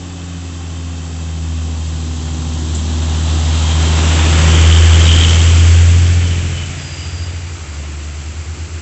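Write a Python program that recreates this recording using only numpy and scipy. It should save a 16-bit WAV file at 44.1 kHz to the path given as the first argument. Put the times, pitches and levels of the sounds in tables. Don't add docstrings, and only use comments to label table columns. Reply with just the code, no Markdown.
import sys
import numpy as np
from scipy import signal
from scipy.fft import rfft, irfft
from scipy.io import wavfile
from scipy.ndimage import uniform_filter1d, minimum_filter1d

SR = 44100
rng = np.random.default_rng(int(sys.argv[2]) if len(sys.argv) > 2 else 0)


def pcm_store(signal):
    levels = np.round(np.clip(np.atleast_2d(signal), -1, 1) * 32767)
    wavfile.write(sys.argv[1], SR, levels.astype(np.int16).T)


N = 388521
TIME = np.arange(N) / SR

# time in seconds, firing rate in Hz, level in dB.
TRUCK_EXHAUST = [(0, 87, -29), (.85, 82.7, -22.5), (1.1, 81.5, -24), (1.5, 80.2, -18.5),
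                 (2.25, 78.3, -20.5), (3.4, 79.1, -13), (4.43, 80.5, -9), (4.85, 81.9, -2.8),
                 (5.32, 82.9, -8.5), (5.72, 84.2, -5), (6.13, 86.7, -9), (6.5, 85.6, -18),
                 (6.85, 86.4, -30), (7.22, 87.4, -21), (7.54, 86.1, -26), (7.95, 85, -47),
                 (8.38, 85.6, -28), (8.81, 86.2, -28)]
# multiple of the engine cycle, then relative level in dB from far in
TRUCK_OVERTONES = [(3, -15, -20, -14.5, -9.5), (4, -20, -16.5, -19, -12), (5, -21, -13, -18.5, -10),
                   (7, -26, -20, -15, -3.5), (8, -18, -11.5, -19, -9), (8.99, -14, -5.5, -5.5, 0),
                   (10.01, -17, -15.5, -18.5, -1.5), (10.95, -7.5, -4, -3.5, -14.5), (11.97, 1, -1, 1, -6),
                   (13, -21, -21.5, -11.5, -17.5), (15.1, -13, -13.5, -14, -12.5),
                   (16, -20, -18, -18, -17.5), (17.94, -18, -9, -12, -15.5), (18.97, -2, -3, -9.5, -11),
                   (20.86, -18, -16, -18.5, -21), (23.46, -12.5, -10, -9.5, -14.5),
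                   (26.9, -21.5, -18.5, -14.5, -17), (30.07, -22, -22, -14, -16),
                   (36.1, -30, -26, -17.5, -19), (38, -19, -21.5, -19, -24), (42, -26, -21.5, -15, -23),
                   (60, -22, -21.5, -21, -31), (78, -25, -24.5, -24.5, -32)]
# time in seconds, gain in dB.
OVERTONE_GAIN = [(0, -35), (1.3, -34), (2.7, -29.5), (3.6, -28.7), (4.4, -21.7), (5.15, -23.7),
                 (6.4, -27.8), (7, -38), (8.81, -46)]
# time in seconds, side (0 far front, 1 cab, 2 flank, 3 trailer, 4 tanker).
FACING_SIDE = [(0, 0), (1.3, 0), (2.4, .9), (3.4, 1), (4.3, 1.75), (5.3, 2.5), (6.8, 3.1), (7.4, 4)]
# frequency in Hz, relative level in dB.
RUMBLE_SPECTRUM = [(15, -18), (30, -4), (60, -2.5), (130, -1.5), (200, -0.7), (270, -1), (340, 3),
                   (420, -2), (520, -13), (700, -20.5)]
ROAR_FRONT = [(450, -3), (650, -1), (780, 2.5), (950, -4), (1080, 0.5), (1380, -4), (1800, -4.5),
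              (2080, -6), (2380, -8), (2620, 0.5), (2850, -5.5), (3080, -2), (3400, -4), (3620, -2),
              (4100, -11.5)]
ROAR_CAB = [(450, -6.5), (570, -1), (780, 2), (1100, -0.5), (1550, -5), (2300, -8), (2850, -2),
            (3200, -1.5), (3700, -1), (4100, -4)]
ROAR_FLANK = [(450, 5), (650, 1), (900, 2), (1350, 3.2), (2100, 2), (2650, 3.5), (3100, 4), (3600, 1),
              (4100, -13.5)]
ROAR_TRAILER = [(450, -2.5), (700, 1), (1000, -3.5), (1500, 0.5), (2000, 1.2), (2600, 3.5), (2850, 2.5),
                (3050, 0), (3350, 1.2), (4100, -7.5)]
ROAR_TANKER = [(450, 0), (700, 1.5), (1000, -0.5), (1350, 3), (1650, -0.5), (2000, 1.2), (2800, 2),
               (3200, -1.5), (4100, -6)]
HISS_SPECTRUM = [(3400, -26), (4100, -5), (4700, -2.5), (5300, -4), (6000, -1.5), (6600, -1.5), (7100, -.5),
                 (7500, 3), (7800, -2), (8100, -11.5), (8400, -24)]
SPIT_SPECTRUM = [(3000, -17), (6300, -16), (7300, 1), (7700, -5), (8300, -19)]
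TRUCK_PASSES = {"rumble": (4.85, -28.4, 4, 8, 15), "roar": (4.68, -21.6, 5, 18, 14.8),
                "hiss": (4.92, -24.1, 5, 12.2, 16.8), "ring": (5.35, -33.5, 1.6, 4.9, 9.5),
                "rasp": (5.2, -23.8, 1.6, 16.5, 15)}
OTHER_TRAFFIC = {"rumble": (-39.5, -51), "roar": (-47, -40.6), "hiss": (-40, -42.9)}
# time in seconds, frequency in Hz.
RINGING_PITCH = [(0, 3040), (1.3, 3160), (3.7, 3200), (4.6, 3100), (5.3, 3130), (6.3, 3045), (7.3, 2940)]
# time in seconds, firing rate in Hz, level in dB.
TANKER_EXHAUST = [(3.0, 73.7, -44), (5.3, 71.65, -33.5), (6.8, 73, -35), (7.15, 73.5, -28.5),
                  (7.5, 74.3, -34), (7.8, 74.15, -24), (8.35, 76.3, -25), (8.81, 78.7, -27)]
# multiple of the engine cycle, level in dB relative to the exhaust note.
TANKER_OVERTONES = [(11, -25), (12, -18), (16, -24), (18, -24), (24, -22), (28, -22)]
# frequency in Hz, bandwidth in Hz, relative level in dB.
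GAP_RESONANCES = [(3117, 450, 5), (3700, 130, -6), (2600, 300, -9.5), (8100, 1800, -21.5)]
# start in seconds, length in seconds, ringing level in dB, rasp level in dB.
FLARES = [(3.62, .3, -31.5, -42), (4.52, .5, -31, -23.2), (5.03, .25, -24.5, -17.8), (6.2, .14, -35, -42),
          (6.52, .13, -34, -45), (6.92, .1, -42, -50)]


def undb(db):
    return 10 ** (np.asarray(db) / 20)


def unit(x):
    return x / np.sqrt(np.mean(x ** 2))


def curves(table):
    times, *columns = np.transpose(table)
    return [np.interp(TIME, times, column) for column in columns]


def wander(rate_hz):
    step, size = 20, 20000
    hz = np.arange(size // 2 + 1) * SR / step / size
    bins = rfft(rng.standard_normal(size)) * np.exp(-(hz / rate_hz) ** 2)
    return np.interp(np.arange(N) / step, np.arange(size), unit(irfft(bins)))


def noise(spectrum, band_hz=(0, SR)):
    hz = np.maximum(np.arange(N // 2 + 1) * SR / N, 1)
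    points, db = np.transpose(spectrum)
    colour = undb(np.interp(np.log(hz), np.log(points), db))
    skirts = np.minimum(1, np.minimum(hz / points[0], points[-1] / hz)) ** 10
    bins = rfft(rng.standard_normal(N)) * colour * skirts
    low, high = band_hz
    return irfft(bins, N) / np.std(irfft(bins * (hz > low) * (hz < high), N))


def envelope(start, length, attack, release):
    age = TIME - start
    return np.clip(age / attack, 0, 1) * np.exp(-np.maximum(age - length, 0) / release)


def exhaust_note(firings, db, shake):
    return np.sqrt(2) * undb(db) * np.cos(2 * np.pi * firings) * (1 + shake * wander(11))


def overtone(firings, order, unsteady, rate_hz):
    angle = 2 * np.pi * (order * firings / 6 + rng.random())
    in_phase = (1 + unsteady * wander(rate_hz)) * np.cos(angle)
    quadrature = unsteady * wander(rate_hz) * np.sin(angle)
    return np.sqrt(2 / (1 + 2 * unsteady ** 2)) * (in_phase + quadrature)


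def truck_engine(firings, note_db, side):
    gain_db, = curves(OVERTONE_GAIN)
    overtones = 0
    for order, *side_db in TRUCK_OVERTONES:
        directivity = undb(np.interp(side, range(4), side_db))
        overtones += directivity * overtone(firings, order, unsteady=.25, rate_hz=4)
    return exhaust_note(firings, note_db, shake=.039) + undb(gain_db) * overtones


def distance_ratio(abreast_s, nearest_m, speed_m_s=4):
    return np.hypot(1, speed_m_s * (TIME - abreast_s) / nearest_m)


def passing_gain(sound):
    abreast_s, db, nearest_m, approaching_db, receding_db = TRUCK_PASSES[sound]
    loss_db = np.where(TIME < abreast_s, approaching_db, receding_db)
    return undb(db - loss_db * np.log2(distance_ratio(abreast_s, nearest_m)))


def traffic_gain(sound):
    tanker_db, distant_db = OTHER_TRAFFIC[sound]
    tanker = undb(tanker_db) / distance_ratio(abreast_s=10.2, nearest_m=4)
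    return np.sqrt(passing_gain(sound) ** 2 + tanker ** 2 + undb(distant_db) ** 2)


def chassis_rumble():
    return noise(RUMBLE_SPECTRUM, band_hz=(290, 520)) * undb(1.3 * wander(10))


def block_and_tyre_roar(firings, side):
    roar = 0
    for index, spectrum in enumerate([ROAR_FRONT, ROAR_CAB, ROAR_FLANK, ROAR_TRAILER, ROAR_TANKER]):
        share = np.clip(1 - abs(side - index), 0, 1)
        roar += np.sqrt(share) * noise(spectrum, band_hz=(600, 2700))
    throb = 1 + .042 * np.cos(2 * np.pi * firings) + .036 * np.cos(4 * np.pi * firings)
    flicker_db = .42 * wander(150) + .52 * wander(33)
    return roar * throb * undb(flicker_db)


def air_hiss(firings):
    throb = 1 + .098 * np.cos(2 * np.pi * firings)
    return noise(HISS_SPECTRUM, band_hz=(5300, 7900)) * throb * undb(.35 * wander(25))


def rubbed_tone(hz, width_hz):
    angle = 2 * np.pi * np.cumsum(hz * np.ones(N)) / SR
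    return wander(width_hz) * np.cos(angle) + wander(width_hz) * np.sin(angle)


def metal_ringing():
    hz, = curves(RINGING_PITCH)
    return rubbed_tone(hz, width_hz=100)


def hollow_drone():
    swell = envelope(start=2.72, length=.17, attack=.06, release=.06)
    return undb(-31.5) * swell * rubbed_tone(hz=195, width_hz=6)


def air_spit():
    start_s, attack_s, decay_s, tail_s = 2.747, .002, .013, .082
    age = np.maximum(TIME - start_s, 0)
    rise = 1 - np.exp(-age / attack_s)
    fall = np.exp(-age / decay_s) + undb(-10) * np.exp(-age / tail_s)
    return undb(-24) * rise * fall * noise(SPIT_SPECTRUM)


def tanker_engine():
    hz, db = curves(TANKER_EXHAUST)
    firings = np.cumsum(hz) / SR
    fade_in = np.minimum(TIME / TANKER_EXHAUST[0][0], 1) ** 2
    overtones = sum(undb(relative_db) * overtone(firings, order, unsteady=.3, rate_hz=5.4)
                    for order, relative_db in TANKER_OVERTONES)
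    return fade_in * (exhaust_note(firings, db, shake=.04) + undb(db) * overtones)


def gas_rasp(firings):
    sharpness, scatter_db = 2, 3.4
    puffs = np.exp(sharpness * np.cos(2 * np.pi * (firings - .04))) * undb(scatter_db * wander(60))
    gas = puffs * rng.standard_normal(N)
    rasp = 0
    for hz, width_hz, db in GAP_RESONANCES:
        b, a = signal.iirpeak(hz, hz / (1.5 * width_hz), fs=SR)
        rasp += undb(db) * signal.lfilter(b, a, signal.lfilter(b, a, gas))
    return unit(rasp)


def flaring_gains():
    flares = sum(np.outer(undb(levels_db), envelope(start, length, attack=.04, release=.04))
                 for start, length, *levels_db in FLARES)
    return np.hypot(flares, [passing_gain("ring"), passing_gain("rasp")])


def squeal():
    start_s, length_s, attack_s = 6.75, .51, .12
    start_hz, sag_hz_per_s = 4890, 170
    hz = start_hz - sag_hz_per_s * (TIME - start_s)
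    held = envelope(start_s, length_s, attack_s, release=.08)
    tail = undb(-7.5) * envelope(start_s, length_s, attack_s, release=.45)
    return undb(-37.8) * np.maximum(held, tail) * rubbed_tone(hz, width_hz=170)


def scene():
    firing_hz, note_db = curves(TRUCK_EXHAUST)
    firings = np.cumsum(firing_hz) / SR
    side, = curves(FACING_SIDE)
    ringing_gain, rasp_gain = flaring_gains()
    engines = truck_engine(firings, note_db, side) + rasp_gain * gas_rasp(firings) + tanker_engine()
    rumble = traffic_gain("rumble") * chassis_rumble()
    roar = traffic_gain("roar") * block_and_tyre_roar(firings, side)
    hiss = traffic_gain("hiss") * air_hiss(firings)
    tones = ringing_gain * metal_ringing() + squeal() + hollow_drone()
    return (engines + rumble + roar + hiss + tones + air_spit())[None]


def record(dry):
    ceiling, window_samples, cutoff_hz = .97, 201, 8350
    gain = ceiling / np.maximum(abs(dry), ceiling)
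    gain = uniform_filter1d(minimum_filter1d(gain, window_samples), window_samples)
    low_pass = signal.ellip(10, .2, 75, cutoff_hz, fs=SR, output="sos")
    return signal.sosfilt(low_pass, dry * gain)


dry = scene()
out = record(dry)
pcm_store(out)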